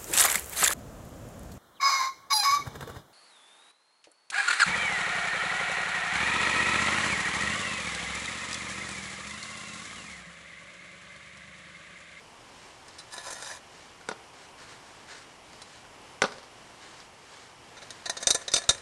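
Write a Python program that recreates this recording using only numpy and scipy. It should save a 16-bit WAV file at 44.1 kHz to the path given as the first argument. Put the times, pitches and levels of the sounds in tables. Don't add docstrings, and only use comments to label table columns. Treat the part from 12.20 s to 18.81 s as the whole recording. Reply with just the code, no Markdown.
import sys
import numpy as np
from scipy import signal
from scipy.io import wavfile

SR = 44100
rng = np.random.default_rng(int(sys.argv[2]) if len(sys.argv) > 2 else 0)


def log_audio(samples):
    frames = np.atleast_2d(samples).T
    limited = np.clip(frames, -1, 1)
    pcm = np.round(limited * 32767).astype(np.int16)
    wavfile.write(sys.argv[1], SR, pcm)


N = 291545
TIME_S = np.arange(N) / SR
HIT_TIME_S = TIME_S[:SR // 3]

# (frequency [Hz], gain [dB])
AIR_EQ = [(15, -60), (25, -2), (54, -4), (120, 0), (208, -3), (291, -1.5), (600, -2), (817, 0.5), (1090, 0),
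          (1410, -6.5), (1640, -9), (2300, -5), (2550, -8), (2880, -5), (3250, -8.5), (3750, -17),
          (5530, -12), (6500, -18), (12000, -19.5), (15600, -38), (22000, -120)]
# (start [s], length [s], level [dB])
ARM_REACHES = [(.62, 0.35, -54.5), (3.22, 0.2, -58), (4.6, 0.16, -50.5), (4.72, 0.2, -54), (5.1, 0.13, -55),
               (5.52, 0.79, -53.5), (5.95, 0.98, -50.5)]
# (frequency [Hz], gain [dB])
CLOTH_EQ = [(150, -14), (500, 3), (1000, -2), (1650, 7.5), (2700, -3), (3900, 2.5), (5300, -1.5),
            (7300, -2), (9300, -9.5), (11500, -55)]

# (time [s], level [dB], chatter [s], favoured pitch [Hz], tick re ring [dB])
TIN_TOUCHES = [(0.681, -47, .006, 5233, 2), (0.7841, -40, 0.009, 5233, -9), (0.799, -47, 0.0029, 4000, -3),
               (.921, -43, 0.011, 4900, -14), (3.4177, -41, .003, 4000, 1)]
# (frequency [Hz], level [dB], t60 [s])
TIN_MODES = [(1750, -16, .05), (3660, -9, .06), (3997, -3, .09), (4330, -11, .05), (4570, -9, .07),
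             (4900, -8, .07), (5233, -7, .07), (5680, -10, .06), (6480, -12, .05), (7640, -13, .06),
             (8920, -9, .07), (10160, -13, .056)]
# (frequency [Hz], gain [dB])
TICK_EQ = [(300, -8), (1400, 6), (2800, -7), (5500, 1.5), (9500, -4), (11500, -16)]

# (frequency [Hz], t60 [s])
TREE_DECAY = [(200, 0.8), (600, 0.54), (1400, 0.43), (4000, 0.13), (10000, 0.29)]
# (frequency [Hz], gain [dB])
TREE_EQ = [(150, -22.5), (450, -19), (900, -14.5), (1500, -19), (4000, -13), (10000, -15)]

# (start [s], length [s], level [dB], favoured pitch [Hz])
RIM_PUSHES = [(0.907, 0.15, -41, 4020), (1.017, 0.18, -38.5, 6100), (1.133, 0.2, -42, 6600),
              (1.222, 0.097, -39, 4500), (1.273, 0.12, -39.5, 5850)]
# (frequency [Hz], struck at base [dB], struck at rim [dB], unheld t60 [s])
POT_MODES = [(560, -16.5, -17, .12), (668, -15, -12, .085), (1010, -23, -21, .23), (1410, -15, -22, .06),
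             (1730, -16, -15, .21), (1850, -22, -6, .06), (2400, -18, -24, .05), (3662, -1.5, -12, .062),
             (3840, -7, -12, .045), (3992, -11, -5, .068), (4380, -12, -12, .07), (4550, -10, -11, .06),
             (5020, -11, -7, .06), (5240, -12, -9, .06), (5875, -5.5, -9, .05), (6140, -5, -9, .055),
             (6590, -11, -8, .05), (6950, -15, -19, .04), (7240, -11, -13, .05), (8230, -14, -17, .05),
             (8430, -8, -16, .07), (8650, -12, -16, .05), (9420, -18, -15, .05), (10250, -22, -19, .05)]
# (frequency [Hz], gain [dB])
RASP_EQ = [(150, -19), (420, -9), (650, 6), (1050, 4), (1270, -3), (1500, 9), (1780, 13.5), (2100, -24),
           (3000, -7), (3800, -10), (6000, 2), (7300, -7), (8100, -6), (10200, -21), (12000, -26)]
SCRAPE_RING_EQ = [(500, -4), (1000, 9.5), (1400, 7), (1750, 6.5), (2400, 8), (4000, .5), (4500, -4),
                  (5000, 1), (5400, -7), (6000, 0), (7300, 3), (8300, 2), (9500, 5.5)]
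# (time [s], level [dB], chatter [s], tilt [dB/octave], place [0 base, 1 rim],
# body ring [dB], favoured pitch 1 [Hz], favoured pitch 2 [Hz])
POT_BLOWS = [(0.979, -34.5, 0.0037, -6, 0.44, 9, 4030, 5040), (1.068, -39, 0.0032, 2, 0.13, -4, 6100, 7240),
             (1.081, -39, 0.0012, 4, 0.38, -5, 5900, 6900), (1.105, -37, 0.0034, 7, 0.56, -15, 6600, 3900),
             (1.126, -35.5, 0.0067, 7, 1, 7, 7300, 5850), (1.2243, -37, 0.0017, 4, 0.13, -15, 5700, 4500),
             (1.2443, -44, .004, 2, 1, -21, 5020, 3900), (1.259, -41, 0.0036, -5, 0.91, -4, 4500, 5880),
             (1.313, -41, 0.0033, -5, .5, -4, 6100, 4400), (1.37, -45.5, .002, -4, .5, -2, 5900, 3900),
             (5.568, -41.5, 0.017, -9, 0.049, 3, 3940, 6100),
             (5.618, -40.5, 0.013, -4, 0.45, -3, 3960, 6000),
             (5.705, -36.5, 0.0023, 0.5, 0.95, 0, 3800, 6300),
             (5.857, -28.5, 0.0094, -7, 0.76, 7.5, 4040, 4550),
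             (5.8957, -23.5, 0.0042, -1.5, 0.54, 8, 4070, 6180),
             (5.9683, -31.5, 0.0061, -5, 0.68, -2, 4380, 6560),
             (6.004, -36.5, 0.028, 3, 0.47, 0, 5020, 6100),
             (6.027, -29.5, 0.0044, -1.5, 0.56, -2, 6590, 6160),
             (6.07, -14.5, 0.0048, -4.5, 0, 6, 5870, 8430), (6.085, -30, 0.0051, 9, 0.46, 0, 6590, 8430),
             (6.096, -33, 0.0018, 4, 0.27, 7, 5850, 5020), (6.1044, -14, 0.0067, 0, 0.42, -6, 3960, 5880),
             (6.1457, -20, 0.0088, 1.5, 0.32, 8.5, 7200, 8430),
             (6.212, -40.5, 0.011, 1, 0.29, -9, 3730, 6100),
             (6.2796, -27.5, 0.0054, -7, 0.43, 4, 3920, 6150),
             (6.3171, -33, 0.0013, -2, 0.96, 0, 4970, 6590), (6.331, -37, 0.0038, -2, 0.88, 0, 4550, 5880),
             (6.3372, -14.5, 0.0047, -4.5, 0, 3.5, 6200, 8430),
             (6.355, -22, 0.011, -5, 0.92, -3, 4570, 6000),
             (6.364, -21, 0.0031, -3.5, 0.15, 1.5, 3680, 6570),
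             (6.377, -26.5, 0.0077, -1, 0.4, 1, 8430, 4550), (6.417, -38.5, 0.005, 2, 0.17, 0, 3700, 5020),
             (6.4371, -38, 0.0048, -6, 0.58, 2, 5800, 3950),
             (6.4903, -11.5, 0.0059, -2.5, 0.08, 7, 3690, 7240),
             (6.507, -26, 0.0034, 2, .35, -4, 5020, 5850), (6.547, -38.5, 0.0037, -6, 0.2, -1, 3960, 5850),
             (6.5784, -44.5, 0.0054, -3, 0.85, -6, 5030, 4000)]
# (frequency [Hz], gain [dB])
CLATTER_EQ = [(150, -20.5), (560, 1.5), (900, -8.5), (1600, -4.5), (2300, -6.5), (2900, -13), (3350, -19),
              (3700, -2), (5300, -3.5), (5950, 5), (7800, -5), (8550, -0.5), (9700, -5.5), (10800, -55),
              (12500, -45)]
# (frequency [Hz], gain [dB])
MODE_GAP_EQ = [(2200, 1), (2500, 0.5), (3000, -1.5), (3400, -6.5), (3620, 0.5)]

# (time [s], level [dB], echo delay [s], echo gain [dB], favoured pitch [Hz])
WOOD_BLOWS = [(1.81, -48, .025, -16, 1400), (1.8874, -27, .0235, -5, 2040), (3.65, -51, .038, -22, 1450),
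              (4.0188, -15.5, 0.019, -4, 1220), (4.077, -45, 0.0093, -3, 1400),
              (4.121, -43.5, .02, -9, 1300), (4.182, -46, 0.028, -12, 535)]
# (frequency [Hz], level [dB], t60 [s])
WOOD_MODES = [(225, -10, 0.022), (440, -2, 0.06), (530, -1.5, 0.045), (800, -5.5, 0.03), (915, -9, .03),
              (1187, -12, 0.042), (1398, -1.5, 0.06), (1447, -1, 0.05), (1610, -14, .025),
              (2040, -16.5, 0.05), (2720, -21, 0.04), (3600, -12, .06), (4560, -12, 0.04),
              (5450, -11, .025), (5950, -8.5, 0.03), (7550, -10.5, 0.025)]
# (frequency [Hz], gain [dB])
CRACK_EQ = [(60, -16), (180, 0), (400, 3.5), (1400, 8), (1900, -8.5), (2500, -5.5), (4500, 2), (6100, -9),
            (8300, -21), (9600, 1), (10700, -12)]
KNOCK_EQ = [(70, -2), (130, 0), (230, 4), (350, 1.5), (480, 2.5), (7000, 1.5), (9700, -3), (11000, -51)]
ECHO_EQ = [(70, -45), (200, -12.5), (480, -12), (950, -14.5), (1400, -17), (1750, -19.5),
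           (5500, -20.5), (10000, -42)]

# (start [s], length [s], level [dB])
HAND_RUBS = [(2.37, 0.15, -48.5), (2.47, 0.12, -46.5), (2.865, 0.21, -44.5)]
# (frequency [Hz], level [dB], t60 [s])
HELD_POT_MODES = [(1420, -3, .012), (1700, 0, .014), (2050, -7, .01), (3680, -5, .014), (4100, -8, .012)]
# (frequency [Hz], gain [dB])
RUB_EQ = [(150, -12), (500, 4), (1000, 2), (1700, 5), (2700, 0), (4000, 2), (5500, -.5), (7500, -.5),
          (9300, -3), (11500, -45)]

# (time [s], level [dB])
TWIG_SNAPS = [(4.058, -38), (4.121, -43), (4.183, -46.5), (4.23, -48), (4.802, -45.5), (3.332, -48)]
# (frequency [Hz], gain [dB])
TWIG_EQ = [(200, -3), (1200, 3.5), (2800, -3), (5000, 3), (10000, -18)]
# (time [s], level [dB])
LANDINGS = [(6.07, -36.5), (6.1056, -43), (6.1453, -47), (6.338, -39.5), (6.4903, -29)]
# (frequency [Hz], gain [dB])
PUFF_EQ = [(30, 6), (120, -5), (210, -5), (380, -26), (2000, -55)]


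def amp(db):
    return 10 ** (np.asarray(db) / 20)


def unit_rms(x):
    return x / np.sqrt(np.mean(x ** 2) + 1e-20)


def unit_hit(x):
    return x / np.sqrt(np.sum(x ** 2) / (SR / 100) + 1e-20)


def lookup(points, hz):
    points_hz, values = np.transpose(points)
    return np.interp(np.log(hz + 1), np.log(points_hz), values)


def add(mix, start_s, sound):
    part = mix[round(start_s * SR):][:len(sound)]
    part += sound[:len(part)]


def colour(x, eq, order=2048):
    log_gain = np.log(amp(lookup(eq, abs(np.fft.fftfreq(order, 1 / SR)))))
    taps = np.fft.ifft(np.exp(np.conj(signal.hilbert(log_gain)))).real
    return signal.oaconvolve(x, taps)[:len(x)]


def mode(force, hz, t60_s):
    pole = amp(-60 / (t60_s * SR)) * np.exp(2j * np.pi * hz / SR)
    return signal.lfilter([1], [1, -pole], force).real


def burst(hold_s, t60_s, rise_s=0.00019):
    envelope = (1 - np.exp(-HIT_TIME_S / rise_s)) * amp(-60 * np.maximum(HIT_TIME_S - hold_s, 0) / t60_s)
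    return envelope * rng.standard_normal(len(HIT_TIME_S))


def drift(knots_per_s):
    knots_s = np.arange(0, TIME_S[-1] + 1, 1 / knots_per_s)
    return unit_rms(np.interp(TIME_S, knots_s, rng.standard_normal(len(knots_s))))


def strokes(rows, peak_share=0.2, roundness=1.2):
    power = np.zeros(N)
    for start_s, length_s, db in rows:
        progress = np.interp((TIME_S - start_s) / length_s, [0, peak_share, 1], [0, .5, 1])
        power += (amp(db) * abs(np.sin(np.pi * progress)) ** roundness) ** 2
    return np.sqrt(power)


def favour_db(hz, favoured_hz, peak_db=7.5, width_hz=170):
    return peak_db * np.max([np.exp(-((hz - f) / width_hz) ** 2) for f in favoured_hz], 0)


def ground_bounce(x, delay_s, gain):
    time_s = TIME_S[:len(x)]
    return x + gain * np.interp(time_s - delay_s, time_s, x, left=0)


def air(level_db=-50.5, waver_db=0.65):
    return amp(level_db + waver_db * drift(5.41)) * unit_rms(colour(rng.standard_normal(N), AIR_EQ))


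def sleeves(grain_db=1.0, fidget_db=-57.5, waver_db=2.5):
    fibres = rng.standard_normal(N) * amp(grain_db * drift(270))
    fidget = amp(fidget_db + waver_db * drift(9))
    return unit_rms(colour(fibres, CLOTH_EQ)) * np.hypot(strokes(ARM_REACHES), fidget)


def chink(level_db, chatter_s, favoured_hz, tick_db):
    force = burst(chatter_s, 0.006)
    ring = sum(amp(db + favour_db(hz, [favoured_hz])) * unit_hit(mode(force, hz, t60_s))
               for hz, db, t60_s in TIN_MODES)
    tick = colour(burst(chatter_s, 0.051), TICK_EQ)
    return amp(level_db) * unit_hit(unit_hit(ring) + amp(tick_db) * unit_hit(tick))


def tree_scatter(x, onset_s=0.0057):
    hz, time_s, spectrum = signal.stft(rng.standard_normal(SR * 3 // 4), SR, nperseg=256)
    decay = amp(-60 * time_s / lookup(TREE_DECAY, hz)[:, None])
    tail = signal.istft(spectrum * decay, SR, nperseg=256)[1]
    tail *= np.minimum(TIME_S[:len(tail)] / onset_s, 1)
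    return colour(signal.oaconvolve(x, tail / np.linalg.norm(tail))[:N], TREE_EQ)


def scrape(slips_per_s=1600, grit_db=2.2, wander_db=4.5, ring_db=4.5, t60_scale=0.65):
    slipping = rng.random(N) < slips_per_s / SR
    slip_db = 2 * np.minimum(rng.exponential(1, N), 3)
    slips = slipping * amp(slip_db) * rng.choice([-1, 1], N)
    force = (unit_rms(slips) + .25 * rng.standard_normal(N)) * amp(grit_db * drift(160))
    peak_share = 0.31
    peaks_s = [start_s + peak_share * length_s for start_s, length_s, _, _ in RIM_PUSHES]
    ring = 0
    for hz, _, rim_db, t60_s in POT_MODES:
        boost_db = np.interp(TIME_S, peaks_s, [favour_db(hz, push[-1:]) for push in RIM_PUSHES])
        gain = amp(rim_db / 2 + boost_db + wander_db * drift(25.06))
        ring += gain * unit_rms(mode(force, hz, t60_scale * t60_s))
    ring = colour(ring, SCRAPE_RING_EQ)
    rasp = ground_bounce(colour(force, RASP_EQ), delay_s=.00098 + .00004 * drift(7), gain=.5)
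    envelope = strokes([push[:-1] for push in RIM_PUSHES], peak_share, roundness=0.84)
    return envelope * unit_rms(unit_rms(rasp) + amp(ring_db) * unit_rms(ring))


def clank(level_db, chatter_s, tilt_db, place, body_db, *favoured_hz, spread_db=2, detune=.004):
    t60_scale = np.interp(level_db, [-38, -16], [.92, .72])
    force = burst(chatter_s, 0.0041)
    ring = 0
    for hz, base_db, rim_db, t60_s in POT_MODES:
        level_draw, pitch_draw = rng.standard_normal(2)
        boost_db = body_db if hz < 2000 else favour_db(hz, favoured_hz)
        db = np.interp(place, [0, 1], [base_db, rim_db]) + boost_db + spread_db * level_draw
        ring += amp(db) * unit_hit(mode(force, hz * (1 + detune * pitch_draw), t60_scale * t60_s))
    clatter = colour(burst(chatter_s, t60_scale * 0.068), CLATTER_EQ)
    clatter = ground_bounce(clatter, delay_s=rng.uniform(0.000785, 0.0017), gain=0.2)
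    metal = unit_hit(ring) + amp(-2 - 6 * place) * unit_hit(clatter)
    hard_blow_db = -16.5
    boom_db = -1 + 0.58 * (hard_blow_db - level_db) - 11 * place ** 4
    metal = colour(metal, [(1900, boom_db), (3000, -tilt_db), (6000, 0), (12000, tilt_db)])
    return amp(level_db) * unit_hit(colour(metal, MODE_GAP_EQ))


def wood_ring(force, favoured_hz, detune=.004):
    shifts = 1 + detune * rng.standard_normal(len(WOOD_MODES))
    return unit_hit(sum(amp(db + favour_db(hz, [favoured_hz])) * unit_hit(mode(force, hz * shift, t60_s))
                        for (hz, db, t60_s), shift in zip(WOOD_MODES, shifts)))


def knock(level_db, delay_s, echo_db, favoured_hz, crack_db=-6, scatter_db=-4):
    ring = wood_ring(burst(0.00067, 0.013, rise_s=0.00048), favoured_hz)
    crack = unit_hit(colour(burst(0.0041, 0.052, rise_s=0.00056), CRACK_EQ))
    blow = unit_hit(colour(ring + amp(crack_db) * crack, KNOCK_EQ))
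    echo_ring = wood_ring(burst(0.0062, 0.0049, rise_s=0.00068), favoured_hz)
    scatter = unit_hit(colour(burst(0.012, 0.065, rise_s=0.0024), CRACK_EQ))
    echo = unit_hit(colour(echo_ring + amp(scatter_db) * scatter, ECHO_EQ))
    add(blow, delay_s, amp(echo_db) * echo)
    return amp(level_db) * blow


def hand_rub(grain_db=1.5, body_db=-4):
    force = rng.standard_normal(N) * amp(grain_db * drift(200))
    body = sum(amp(db) * unit_rms(mode(force, hz, t60_s)) for hz, db, t60_s in HELD_POT_MODES)
    rustle = colour(force, RUB_EQ)
    return unit_rms(unit_rms(rustle) + amp(body_db) * unit_rms(body)) * strokes(HAND_RUBS)


def twig(level_db):
    litter = unit_hit(burst(.0022, 0.25))
    snap = unit_hit(burst(0.00079, 0.0047))
    return amp(level_db) * unit_hit(colour(litter + snap, TWIG_EQ))


def thud(level_db, puff_db=-3):
    force = HIT_TIME_S * np.exp(-HIT_TIME_S / .0007)
    push = mode(force, hz=110, t60_s=0.022)
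    puff = colour(burst(0.0011, 0.048), PUFF_EQ)
    return amp(level_db) * unit_hit(unit_hit(push) + amp(puff_db) * unit_hit(puff))


def scene():
    near = scrape()
    for source, events in [(clank, POT_BLOWS), (thud, LANDINGS), (chink, TIN_TOUCHES),
                           (knock, WOOD_BLOWS), (twig, TWIG_SNAPS)]:
        for start_s, *settings in events:
            add(near, start_s, source(*settings))
    return (near + tree_scatter(near) + sleeves() + hand_rub() + air())[None]


def record(dry):
    ceiling, cutoff_hz = .8, 12000
    rounded = ceiling * np.tanh(dry[0] / ceiling)
    dulled = colour(rounded, [(10300, -1.5), (11000, -8.5)])
    lowpass = signal.firwin(511, cutoff_hz, window=("kaiser", 9), fs=SR)
    return signal.oaconvolve(dulled, lowpass, "same")[None]


dry = scene()
out = record(dry)
log_audio(out)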